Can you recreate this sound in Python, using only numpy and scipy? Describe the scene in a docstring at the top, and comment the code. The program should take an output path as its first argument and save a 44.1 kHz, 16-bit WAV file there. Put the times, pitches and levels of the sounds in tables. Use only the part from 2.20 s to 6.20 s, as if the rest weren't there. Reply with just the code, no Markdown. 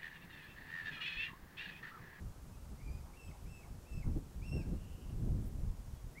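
"""Gusts rumble on the microphone, and out on the lawn a cygnet peeps six times: thin arched whistles
that beat against their own near echoes, some trailed by a soft husky puff. The bird faces away, so much
of its treble arrives scattered. Small birds call far off and the grass rustles over a steady outdoor
hiss, a fading distant wash and a faint electrical whine."""
import sys
import numpy as np
from scipy import signal
from scipy.fft import rfft, irfft
from scipy.io import wavfile
from scipy.ndimage import uniform_filter1d

SR = 44100
rng = np.random.default_rng(int(sys.argv[2]) if len(sys.argv) > 2 else 0)


def transcribe(u):
    """Save the signal u as a 16-bit wav file named by the first command-line argument.

    u: samples, shape (n,) or (channels, n), limited to [-1, 1]; the rate is SR.
    q: integer samples, one column per channel.
    """
    v = np.clip(np.atleast_2d(u).T, -1, 1)
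    q = np.round(v * 32767).astype(np.int16)
    wavfile.write(sys.argv[1], SR, q)


N = 176400
TIME = np.arange(N) / SR


def peep(course, jitter, second_db, third_db, bloom_at):
    """One whistle, rougher until the voice settles; overtones peak at the share bloom_at of its length."""
    edge_s, voice_db, shimmer_db = 0.002, -1.5, 2
    opening_roughness, settle_s = 1.7, 0.063
    times, hz, db = np.transpose(course)
    start = times[0]
    length = times[-1] - start + edge_s
    t = np.arange(0, length, 1 / SR)
    roughness = jitter * (1 + opening_roughness * np.exp(-t / settle_s))
    pitch = np.interp(start + t, times, hz) * (1 + roughness * wander(rate_hz=190)[:len(t)])
    phase = 2 * np.pi * np.cumsum(pitch) / SR
    gate = np.minimum(np.minimum(t, length - t) / edge_s, 1)
    envelope = np.sqrt(2) * gate * amp(shimmer_db * wander(rate_hz=120)[:len(t)])
    tone = np.sin(phase) * amp(voice_db + np.interp(start + t, times, db))
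    bloom = np.exp(-((t / length - bloom_at) / 0.35) ** 2)
    overtones = bloom * (amp(second_db) * np.sin(2 * phase) + amp(third_db) * np.sin(3 * phase))
    return start, envelope * tone, envelope * overtones


def cygnet():
    """Six peeps on the lawn that scoop up, hold and drop; the last only rises. Returns tones, treble."""
    # each peep's course (time [s], pitch [Hz], relative level [dB])
    first = [(0.575, 2090, -77.5), (0.6, 2180, -72), (0.617, 2225, -65), (0.64, 2480, -76),
             (0.662, 2390, -67), (0.685, 2350, -62), (0.73, 2450, -71), (0.788, 2470, -70.3),
             (0.812, 2130, -79)]
    second = [(0.932, 2160, -72.1), (0.939, 2320, -60), (0.95, 2490, -74.8), (0.97, 2730, -68.5),
              (1.0, 2670, -62.7), (1.05, 2640, -65), (1.092, 2590, -68.8), (1.104, 2440, -75),
              (1.113, 2166, -63), (1.119, 2030, -72)]
    third = [(1.257, 2190, -78.9), (1.264, 2320, -67), (1.274, 2530, -76), (1.292, 2670, -70),
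             (1.318, 2670, -69), (1.335, 2615, -63.0), (1.375, 2628, -58.5), (1.405, 2566, -70),
             (1.424, 2480, -75), (1.438, 2200, -65.3), (1.447, 2050, -72.4)]
    fourth = [(1.652, 2380, -73), (1.675, 2690, -72), (1.71, 2653, -66), (1.735, 2633, -61.5),
              (1.772, 2633, -59.9), (1.797, 2580, -70), (1.817, 2390, -74), (1.831, 2136, -59),
              (1.839, 2030, -69)]
    fifth = [(2.214, 2144, -72), (2.224, 2380, -61), (2.24, 2590, -64.1), (2.265, 2783, -59),
             (2.287, 2703, -60), (2.302, 2655, -72), (2.32, 2730, -53), (2.348, 2750, -55.5),
             (2.39, 2653, -59), (2.414, 2470, -61), (2.437, 2076, -77)]
    sixth = [(3.945, 1770, -71), (3.955, 1960, -63.6), (3.975, 2170, -56.5), (3.993, 2370, -56.3)]
    tones, treble = np.zeros((2, N))
    for start, tone, overtones in (
        peep(first, jitter=0.0143, second_db=-76.5, third_db=-83, bloom_at=0.6),
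        peep(second, jitter=0.0072, second_db=-76, third_db=-76, bloom_at=0.62),
        peep(third, jitter=0.0052, second_db=-78, third_db=-77, bloom_at=0.42),
        peep(fourth, jitter=0.0052, second_db=-75, third_db=-77, bloom_at=0.57),
        peep(fifth, jitter=0.0044, second_db=-65.5, third_db=-74, bloom_at=0.52),
        peep(sixth, jitter=0.0038, second_db=-87, third_db=-83, bloom_at=0.8),
    ):
        add(tones, start, tone)
        add(treble, start, overtones)
    return tones, treble


def puffs():
    """Soft husky puffs of noise that trail the first four peeps."""
    # (start [s], length [s], level [dB])
    trailing_puffs = [(.81, .14, -67), (1.104, 0.068, -64.5), (1.433, 0.057, -64), (1.83, .06, -65)]
    out = np.zeros(N)
    for start, length, db in trailing_puffs:
        add(out, start, amp(db) * swell(band(hz=880, octaves=0.44), length))
    return out


def lawn(sound, scatter_db):
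    """The way to the microphone: the direct path, two near echoes and a thin scatter from the trees."""
    # near echoes (delay [s], level [dB])
    echoes = [(.008, -15), (.0205, -11)]
    direct_s, t60_s, build_s = 0.0017, 0.59, 0.02
    t = TIME[:SR // 2]
    scatter = rng.standard_normal(len(t)) * amp(-60 * t / t60_s) * np.minimum(t / build_s, 1)
    response = scatter * amp(scatter_db) / np.linalg.norm(scatter)
    for delay, db in [(direct_s, 0)] + echoes:
        add(response, delay, amp([db]))
    return signal.fftconvolve(sound, response)[:N]


def wind():
    """Gusts buffet the microphone: a deep rumble, with flutter above it in the stronger ones."""
    # gusts, in three stretches (time [s], relative rumble level [dB], relative flutter level [dB])
    gusts = [
        [(0.0, -57, -54), (0.022, -43, -55), (0.106, -46, -64.5), (0.148, -65, -69), (0.186, -47.5, -80),
         (0.262, -55, -59), (0.49, -49, -66.5), (0.546, -46, -54), (0.566, -58, -71), (0.686, -40.5, -55.5),
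         (1.024, -60, -78), (1.094, -43, -53), (1.168, -62, -70), (1.182, -52.5, -76), (1.262, -45.5, -55.5),
         (1.416, -58.5, -74), (1.524, -46, -58.5), (1.68, -60, -72)],
        [(1.68, -61, -69), (1.724, -43, -60.5), (1.762, -39.5, -51.5), (1.812, -40.5, -52.5), (1.822, -53, -72),
         (1.878, -29, -41.5), (1.926, -39.5, -53), (1.972, -34.5, -40), (2.014, -49, -58), (2.134, -57, -65),
         (2.164, -43, -56), (2.31, -44, -54.5), (2.326, -41, -41), (2.406, -35, -41), (2.424, -45, -53.5),
         (2.546, -35.5, -42), (2.588, -44.5, -64.5), (2.7, -52, -57)],
        [(2.7, -48, -64), (2.746, -43.5, -51), (2.764, -50, -71), (2.782, -57, -56), (2.876, -43, -61),
         (2.902, -43, -51.5), (3.108, -33, -43), (3.308, -43, -53), (3.518, -35, -55), (3.564, -54, -69),
         (3.6, -42.5, -58), (3.63, -51, -79), (3.724, -44, -70), (3.814, -54.5, -81), (3.844, -44, -66),
         (3.88, -42.5, -66), (3.908, -61.5, -62), (4.0, -57, -60.5)],
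    ]
    # spectra of the turbulence (frequency [Hz], relative density [dB])
    rumble_spectrum = [(10, -12), (28, 1), (45, 2), (75, -0.5), (120, -7), (170, -14.5), (260, -26.5),
                       (500, -61), (2000, -98)]
    flutter_spectrum = [(40, -30.5), (110, -6), (155, -3.5), (200, -6), (310, -14.5), (480, -23),
                        (700, -32.5), (1200, -48.5), (3000, -66)]
    times, rumble_db, flutter_db = np.vstack(gusts).T
    rumble = eddies(rumble_spectrum, steady_s=0.07) * amp(np.interp(TIME, times, rumble_db) - 0.5)
    flutter = eddies(flutter_spectrum, steady_s=0.063) * amp(np.interp(TIME, times, flutter_db) + 1.5)
    return rumble + flutter


def eddies(spectrum, steady_s):
    """Turbulent noise whose strength is even over times longer than steady_s."""
    turbulence = noise(spectrum)
    local_power = uniform_filter1d(turbulence ** 2, int(steady_s * SR))
    return turbulence / np.sqrt(abs(local_power) + 1e-6)


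def faint_whistles():
    """The cygnet's low second voice, a brief squeak, distant birds' notes and a far buzzy trill."""
    # plain glides (start [s], length [s], level [dB], first pitch [Hz], last pitch [Hz])
    whistles = [(.318, 0.045, -77, 2640, 2489), (1.074, 0.014, -69, 3240, 3060),
                (2.337, 0.16, -74, 1590, 1630), (3.745, 0.07, -81, 3350, 3310)]
    trill_start_s, trill_length_s, trill_db, buzz_hz = 2.53, 0.43, -73, 36
    out = np.zeros(N)
    for start, length, db, first_hz, last_hz in whistles:
        phase = 2 * np.pi * np.cumsum(np.linspace(first_hz, last_hz, int(length * SR))) / SR
        add(out, start, amp(db) * swell(np.sqrt(2) * np.sin(phase), length))
    trill = band(hz=2820, octaves=0.11) * (1 + 0.25 * np.sin(2 * np.pi * buzz_hz * TIME))
    add(out, trill_start_s, amp(trill_db) * swell(trill, trill_length_s))
    return out


def grass():
    """The grass stirs in short grainy rustles, high in the treble."""
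    # (start [s], length [s], level [dB], band centre [Hz])
    rustles = [(0.217, .02, -74, 13000), (3.207, .08, -71.5, 8950), (3.252, .04, -69, 13500),
               (3.316, .014, -73, 11000), (3.923, .025, -75, 11980)]
    out = np.zeros(N)
    for start, length, db, hz in rustles:
        grains = unit(band(hz, octaves=0.25) * amp(3.2 * wander(rate_hz=200)))
        add(out, start, amp(db) * swell(grains, length))
    return out


def background():
    """Steady open-air hiss, a distant wash that dies away and a faint electrical whine."""
    # outdoor hiss (frequency [Hz], relative density [dB])
    air_spectrum = [(30, -1), (300, 3.5), (600, -1), (900, -3), (1300, -7.5), (2000, -12), (3200, -14.5),
                    (4200, -15.5), (5500, -13.5), (8500, -14.5), (10500, -17), (12500, -17), (15700, -20.5)]
    hiss_db, wash_db, fade_db_per_s = -62.5, -74, 3.5
    whine_hz, whine_db = 10239, -90.5
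    hiss = noise(air_spectrum) * amp(hiss_db + 0.22 * wander(rate_hz=13))
    wash = band(hz=1090, octaves=0.4) * amp(wash_db - fade_db_per_s * TIME)
    whine = amp(whine_db) * np.sqrt(2) * np.sin(2 * np.pi * whine_hz * TIME)
    return hiss + wash + whine


def amp(db):
    """Decibels to gain."""
    return 10 ** (np.asarray(db) / 20)


def unit(x):
    """Scales to rms 1."""
    return x / np.sqrt(np.mean(x ** 2) + 1e-20)


def add(mix, start_s, sound):
    """Mixes a sound in at a time."""
    part = mix[max(round(start_s * SR), 0):][:len(sound)]
    part += sound[:len(part)]


def shaped_noise(gain_at):
    """Noise of rms 1, coloured by a gain that is a function of frequency in Hz."""
    gain = gain_at(np.fft.rfftfreq(N, 1 / SR))
    return unit(irfft(rfft(rng.standard_normal(N)) * gain, N))


def noise(spectrum):
    """Noise that follows the points (frequency [Hz], relative density [dB])."""
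    hz, db = np.transpose(spectrum)
    return shaped_noise(lambda f: amp(np.interp(np.log(f + 1), np.log(hz), db)))


def band(hz, octaves):
    """Noise in a bell-shaped band."""
    return shaped_noise(lambda f: np.exp(-0.5 * (np.log2((f + 1) / hz) / octaves) ** 2))


def wander(rate_hz):
    """Random motion, mostly slower than rate_hz."""
    return shaped_noise(lambda f: np.exp(-0.5 * (f / rate_hz) ** 2))


def swell(sound, length_s):
    """Cuts a piece that fades in and out along one arch."""
    count = int(length_s * SR)
    return sound[:count] * np.sqrt(np.sin(np.pi * np.arange(count) / count))


def scene():
    """Everything at the one microphone on the lawn."""
    tones, treble = cygnet()
    birds = lawn(tones + puffs() + faint_whistles(), scatter_db=-10)
    birds += lawn(treble, scatter_db=-6)  # the cygnet faces away, so more of its treble is scattered
    return (birds + grass() + wind() + background())[None]


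def record(dry):
    """The recorder's band limit: a steep low-pass."""
    edge_hz = 15740
    low_pass = signal.firwin(801, edge_hz, window=("kaiser", 9), fs=SR)
    return signal.oaconvolve(dry, low_pass[None], "same")


dry = scene()
out = record(dry)
transcribe(out)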